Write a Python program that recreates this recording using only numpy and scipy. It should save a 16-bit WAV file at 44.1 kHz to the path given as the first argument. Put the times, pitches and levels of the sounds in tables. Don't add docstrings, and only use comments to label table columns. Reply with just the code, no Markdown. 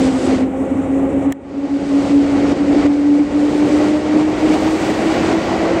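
import sys
import numpy as np
from scipy import signal
from scipy.fft import rfft, irfft, next_fast_len
from scipy.io import wavfile
from scipy.ndimage import uniform_filter1d

SR = 44100
rng = np.random.default_rng(int(sys.argv[2]) if len(sys.argv) > 2 else 0)


def gain_from_decibels(decibels):
    exponent = np.asarray(decibels, float) / 20
    return 10 ** exponent


def master(y):
    cut = np.clip(np.atleast_2d(y).T, -1, 1)
    pcm = np.round(cut * 32767)
    wavfile.write(sys.argv[1], SR, pcm.astype(np.int16))


N = 255780

# [t/s, gear tooth rate f/Hz, level/dB]
MOTOR_WHINE = [(0, 264.7, -11), (.15, 261.4, -8), (.45, 262.9, -6.5), (.7, 269.1, -13.5),
               (1.18, 273.6, -11.5), (1.28, 276, -8.5), (1.42, 273, -22), (1.601, 281, -7.5),
               (1.95, 280.6, -10), (2.161, 282.3, -3), (2.26, 282, -11), (2.621, 286.5, -11),
               (2.88, 287.3, -2.5), (3.379, 292.8, -4), (3.7, 297.4, -9.5), (4.35, 307.9, -10),
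               (4.74, 315.9, -8.5), (5.8, 332.9, -18.5)]
# [t/s, depth/dB, sinking/s, returning/s]
MOTOR_SLIPS = [(0, 6, .05, 0.092), (.12, 12, .04, 0.024), (.2, 25, 0.041, 0.16), (.39, 14, .06, 0.048),
               (.5, 16, 0.046, 0.23), (0.741, 30, 0.14, 0.084), (.88, 28, 0.14, 0.026),
               (1.12, 24, .11, 0.057), (1.231, 42, 0.063, .05), (1.319, 12.5, .04, .06),
               (1.41, 18, .03, 0.029), (1.54, 15, 0.13, .04), (1.61, 18, 0.023, 0.051),
               (1.679, 27, 0.038, 0.066), (1.79, 26, 0.031, .18), (2.061, 27, 0.091, 0.093),
               (2.51, 19, .03, 0.016), (2.559, 28, .03, .06), (2.651, 14, .03, 0.034),
               (2.832, 34.5, 0.055, 0.033), (3.29, 36, 0.076, 0.098), (3.51, 12, .13, 0.14),
               (3.7, 8, 0.12, 0.026), (3.87, 5.5, .04, .06), (4.01, 22, .03, 0.058),
               (4.33, 12, 0.019, 0.19), (4.81, 21, .07, 0.098), (4.96, 11, 0.068, .13),
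               (5.14, 24, 0.038, .25), (5.43, 11, .07, .36)]
# [t/s, share added or cancelled, length/s]
QUICK_BEATS = [(0.037, -0.6, 0.011), (0.724, 11.5, .008), (0.855, 3, 0.006), (.948, -0.24, 0.017),
               (1.807, 1, 0.015), (2.056, 2.5, 0.0083), (2.274, 0, .02), (2.375, -0.04, 0.016),
               (2.751, -1, 0.01), (3.108, -0.1, 0.028), (3.188, -0.5, .012), (3.805, -.35, 0.016),
               (4.129, 0.15, 0.024), (4.24, 0.6, 0.007), (4.383, -2.1, 0.0068), (4.708, -0.5, 0.0068),
               (4.829, 4, 0.0077), (4.852, -1, 0.0083), (5.02, 0.2, 0.02), (5.051, -0.5, 0.0087),
               (5.251, 0.5, 0.0073), (5.569, -0.5, .012), (5.724, 0.6, 0.017), (5.757, -1, 0.006),
               (0.616, 1.7, 0.0091), (0.792, 3.2, 0.012), (2.624, 1.5, 0.017), (2.963, -.4, 0.011),
               (4.564, -.7, .018), (5.334, 0.45, 0.019)]
# [f/Hz, level/dB]
GEAR_HOUSING = [(525, -24), (555, -32), (600, -26.5), (665, -26), (800, -33), (835, -40), (935, -35.5),
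                (1000, -35)]
# [t/s, nearness level/dB, friction level/dB]
PASSING_WHEELS = [(0, 0, 5.5), (.2, 0.5, 8), (.32, 4, 4.5), (.46, 1.5, -2.5), (.7, 0, -3.5), (1.2, -2, -6),
                  (1.5, -2, -9), (1.75, -2.5, -4), (2.1, -0.5, 2), (2.45, 2.5, -2), (2.88, 4.5, -.5),
                  (3.1, -0.5, -1), (3.55, 0, 1), (4.1, 1, 1), (4.3, 3, -1.5), (4.7, 3.5, 8.5), (5.15, 4, 4),
                  (5.8, 1.5, -4)]
# (level/dB, share of nearness, share of friction, gain/dB per 100 Hz of tooth rate,
# loss under the hand/dB)
LAYER_LEVELS = dict(rumble=(-27, 1.16, 0.01, -1.5, -0.5), roll=(-18, 1.04, 0.12, -0.5, 1.4),
                bogie=(-26.5, 1.04, 0.22, 5.5, 1), ring=(-33, 1.08, 0.36, 7.5, 3),
                broad=(-37, 0.8, 0.57, 4, 21.5), high=(-46, 0.17, 1.12, -0.5, -1.3),
                top=(-70, 0.6, 1.2, 2.5, -1), disc=(-48.5, 1.1, 0.1, 22.5, -2))

RUMBLE_COLOUR = [(18, -33), (35, -11), (60, -4.5), (85, 0.5), (110, -3), (150, -1.5), (210, 3), (280, -33)]
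# [f/Hz, level/dB per Hz]
ROLL_COLOUR = [(130, -21.5), (200, -4.5), (240, -0.5), (290, 3.5), (350, 1.5), (440, -2), (520, -3),
               (600, -7), (700, -18.5), (900, -39.5)]
# [f/Hz, level/dB per Hz]
BOGIE_COLOUR = [(450, -28), (620, -1), (750, 2), (900, -4.5), (1000, -7.5), (1150, -8), (1300, -10),
                (1800, -32.5)]
# [f/Hz, level/dB per Hz]
RING_COLOUR = [(1000, -21), (1400, 1), (1700, -2.5), (1950, -1.5), (2300, -1.5), (2800, -7), (3100, -10),
               (3600, -15), (4500, -25), (6000, -47.5)]
# [f/Hz, level/dB per Hz]
DISC_COLOUR = [(1750, -30), (1880, -2.5), (1960, 0.5), (2080, -4), (2250, -29.5)]
# [f/Hz, level/dB per Hz]
BROAD_COLOUR = [(1800, -19.5), (2800, -1.5), (3600, -3.5), (4600, -2.5), (5500, -6.5), (7000, -8.5),
                (8300, -15.5), (10000, -34), (12000, -41)]
# [f/Hz, level/dB per Hz]
HIGH_COLOUR = [(4000, -25), (5500, -9), (7000, -3.5), (7900, 0), (8800, -6.5), (10000, -13.5), (11300, -28),
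               (13000, -40.5)]
# [f/Hz, level/dB per Hz]
TOP_COLOUR = [(9500, -22), (11000, 0.5), (14500, -1.5), (15700, -1), (16200, -39)]

# [f/Hz, width/Hz, level/dB]
RAIL_RESONANCES = [(537, 17, 3.5), (83, 36, 1.5)]
# [f/Hz, width/Hz, level/dB]
WHEEL_RESONANCES = [(1110, 50, 3.5), (1410, 110, 0.5), (1920, 140, 3), (2270, 44, 3), (2900, 72, 1.5),
                    (3700, 80, 3.5)]
# [t/s, length/s, gain/dB]
TOP_LIFTS = [
    (.44, .885, 7),
    (1.95, .5, 3.5),
    (3.33, .64, 7),
    (4.22, 1.5, 7),
]
# [t/s, level/dB, brightness 0-1]
TICK_CONTACTS = [
    (1.3227, -38, 0.9),
    (1.3234, -40.5, 0.7),
    (1.3237, -33.5, .95),
    (1.3242, -23, 0.1),
    (1.3246, -27.5, .35),
    (1.3269, -30, 0.25),
]
# [f/Hz, level/dB, time to fall 60 dB/s]
CASE_MODES = [(1790, 1, 0.016), (2293, -4, 0.0064), (2860, -3, 0.011), (3400, -1.5, 0.0057),
              (3970, -10, .006), (5530, -7.5, .005), (6550, -7, 0.0055), (7300, -5, 0.0079),
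              (8500, -4, 0.0031), (10200, -9, 0.0017), (12200, -13, .002), (14000, -8, 0.0016),
              (15700, -11.5, .002)]
# [t/s, depth/dB, attack/s]
GAIN_DUCKS = [(0.089, 5, 0.0051), (.34, 1.5, .005), (0.436, 4, 0.005), (1.3228, 14.5, 0.0048),
              (2.115, 3.5, 0.0085), (2.525, 5.5, 0.0079), (2.866, 7.5, .008), (3.21, 3, 0.0079),
              (3.885, 2.5, 0.0083), (3.97, 2.5, .008), (4.225, 3.5, .008), (4.55, 4, 0.0077),
              (4.68, 3, 0.0081), (4.91, 2.5, .008), (5.326, 2.5, .008)]

DUCK_HOLD_S, DUCK_RELEASE_S = 0.078, 0.32
MEAN_TOOTH_HZ = 290
HAND_ON_S, HAND_OFF_S, HAND_MOVE_S = 0.45, 1.43, 0.049
TIME = np.arange(N) / SR


def motors(roll_db):
    s, hz, db = np.transpose(MOTOR_WHINE)
    pitch = np.interp(TIME, s, hz)
    turn = 2 * np.pi * np.cumsum(pitch) / SR

    in_step = np.ones(N)
    for at, depth_db, sink, back in MOTOR_SLIPS:
        slip = np.interp(TIME, [at - sink, at, at + back], [0, 1, 0])
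        in_step *= 1 - (1 - gain_from_decibels(-depth_db)) * slip
    swell = uniform_filter1d(np.interp(TIME, s, gain_from_decibels(db)) * in_step, size=500)
    beats = np.zeros(N)
    for at, share, length in QUICK_BEATS:
        beats += share * np.exp(-0.5 * ((TIME - at) / length) ** 2)
    swell *= 1 + beats
    flicker = gain_from_decibels(1.2 * drift(16.0))
    near = np.sqrt(2) * swell * flicker * np.sin(turn + 0.2 * drift(9.0))

    glide = 2 * np.pi * np.cumsum(uniform_filter1d(pitch, size=20000)) / SR
    far = gain_from_decibels(roll_db - 16.0) * beating(glide, 16.0)
    housing_hz, housing_db = np.transpose(GEAR_HOUSING)
    second_db = np.interp(2 * pitch, housing_hz, housing_db)
    third_db = np.interp(3 * pitch, housing_hz, housing_db)
    second = gain_from_decibels(second_db) * beating(2 * glide, 15.0)
    third = gain_from_decibels(third_db) * beating(3 * glide, 18.0)
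    return near + far + second + third


def wheels(roll_db):
    rumble = gain_from_decibels(layer_db("rumble")) * coloured(RUMBLE_COLOUR, patchy_db=0.5, modes=RAIL_RESONANCES)
    roll = gain_from_decibels(roll_db) * coloured(ROLL_COLOUR, patchy_db=1.5, modes=RAIL_RESONANCES)
    bogie = gain_from_decibels(layer_db("bogie")) * coloured(BOGIE_COLOUR, patchy_db=1.52, modes=WHEEL_RESONANCES)
    ring = gain_from_decibels(layer_db("ring") + 0.64) * coloured(RING_COLOUR, patchy_db=0.24, modes=WHEEL_RESONANCES)
    disc = gain_from_decibels(layer_db("disc")) * coloured(DISC_COLOUR, patchy_db=3.0)
    return rumble + roll + bogie + ring + disc


def tick():
    out = np.zeros(N)
    s, db, bright = np.transpose(TICK_CONTACTS)
    for k, (hz, mode_db, t60) in enumerate(CASE_MODES):
        clicks = np.full(N, 1e-18)
        tilt_db = -12.0 * (0.5 - bright) * np.log2(hz / 1760)
        clicks[np.round(s * SR).astype(int)] = gain_from_decibels(db + mode_db + tilt_db)
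        r = gain_from_decibels(-60 / (t60 * SR))
        w = 2 * np.pi * hz / SR
        ringing = signal.lfilter([0, np.sin(w)], [1, -2 * r * np.cos(w), r * r], clicks)
        out += (-1) ** k * ringing
    return out


def hiss():
    lift_db = np.zeros(N)
    for s, length, gain_db in TOP_LIFTS:
        lift_db += gain_db * ((TIME > s) & (TIME < s + length))
    top_db = layer_db("top") + uniform_filter1d(lift_db, size=2500)
    broad = gain_from_decibels(layer_db("broad") + 0.23) * coloured(BROAD_COLOUR, patchy_db=0.77)
    high = gain_from_decibels(layer_db("high")) * coloured(HIGH_COLOUR, patchy_db=1.5)
    top = gain_from_decibels(top_db) * coloured(TOP_COLOUR, patchy_db=1.2)
    return broad + high + top


def layer_db(name):
    level_db, near, rub, faster_db, shade_db = LAYER_LEVELS[name]
    near_db, friction_db = in_time(PASSING_WHEELS)
    covering = np.tanh((TIME - HAND_ON_S) / HAND_MOVE_S)
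    lifting = np.tanh((TIME - HAND_OFF_S) / HAND_MOVE_S)
    hand = 0.5 * (covering - lifting)
    speed = (in_time(MOTOR_WHINE)[0] - MEAN_TOOTH_HZ) / 100
    return level_db + near * near_db + rub * friction_db + faster_db * speed - shade_db * hand


def beating(turn, blur_hz):
    return drift(blur_hz) * np.cos(turn) + drift(blur_hz) * np.sin(turn)


def coloured(spectrum, patchy_db, modes=()):
    size = next_fast_len(N)
    bins = np.arange(1, size // 2 + 2) * SR / size
    hz, db = np.transpose(spectrum)
    shape_db = np.interp(np.log(bins), np.log(hz), db, -90, -90)
    for mode_hz, width, mode_db in modes:
        shape_db += mode_db / (1 + (2 * (bins - mode_hz) / width) ** 2)
    noise = irfft(rfft(rng.standard_normal(size)) * gain_from_decibels(shape_db), size)[:N]
    return rms_one(noise * gain_from_decibels(patchy_db * drift(16.0)))


def drift(rate_hz):
    r = np.exp(-80 * np.pi * rate_hz / SR)
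    noise = rng.standard_normal(N // 40 + 2002)
    slow = signal.lfilter([1], [1, -2 * r, r * r], noise)[2000:]
    return np.interp(np.arange(N) / 40, np.arange(len(slow)), rms_one(slow))


def in_time(rows):
    s, *columns = np.transpose(rows)
    return [np.interp(TIME, s, c) for c in columns]


def rms_one(x):
    return x / np.sqrt(np.mean(np.abs(x) ** 2) + 1e-20)


def scene():
    roll_db = layer_db("roll")
    mix = motors(roll_db) + wheels(roll_db) + hiss() + gain_from_decibels(7.5) * tick()
    return mix[None]


def band_limit(x):
    return signal.sosfilt(signal.butter(12, 15750, fs=SR, output="sos"), x)


def record(dry):
    gain_db = np.zeros(N)
    for s, depth_db, attack in GAIN_DUCKS:
        since = np.maximum(TIME - s, 0)
        drop = 1 - np.exp(-since / attack)
        creep_back = np.exp(-np.maximum(since - DUCK_HOLD_S, 0) / DUCK_RELEASE_S)
        gain_db -= depth_db * drop * creep_back
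    rounded = 0.9 * np.tanh(dry * gain_from_decibels(gain_db) / 0.9)
    low_pass = signal.cheby2(10, 50, 17000, fs=SR, output="sos")
    mix = signal.sosfilt(low_pass, rounded)
    return band_limit(mix)


dry = scene()
out = record(dry)
master(out)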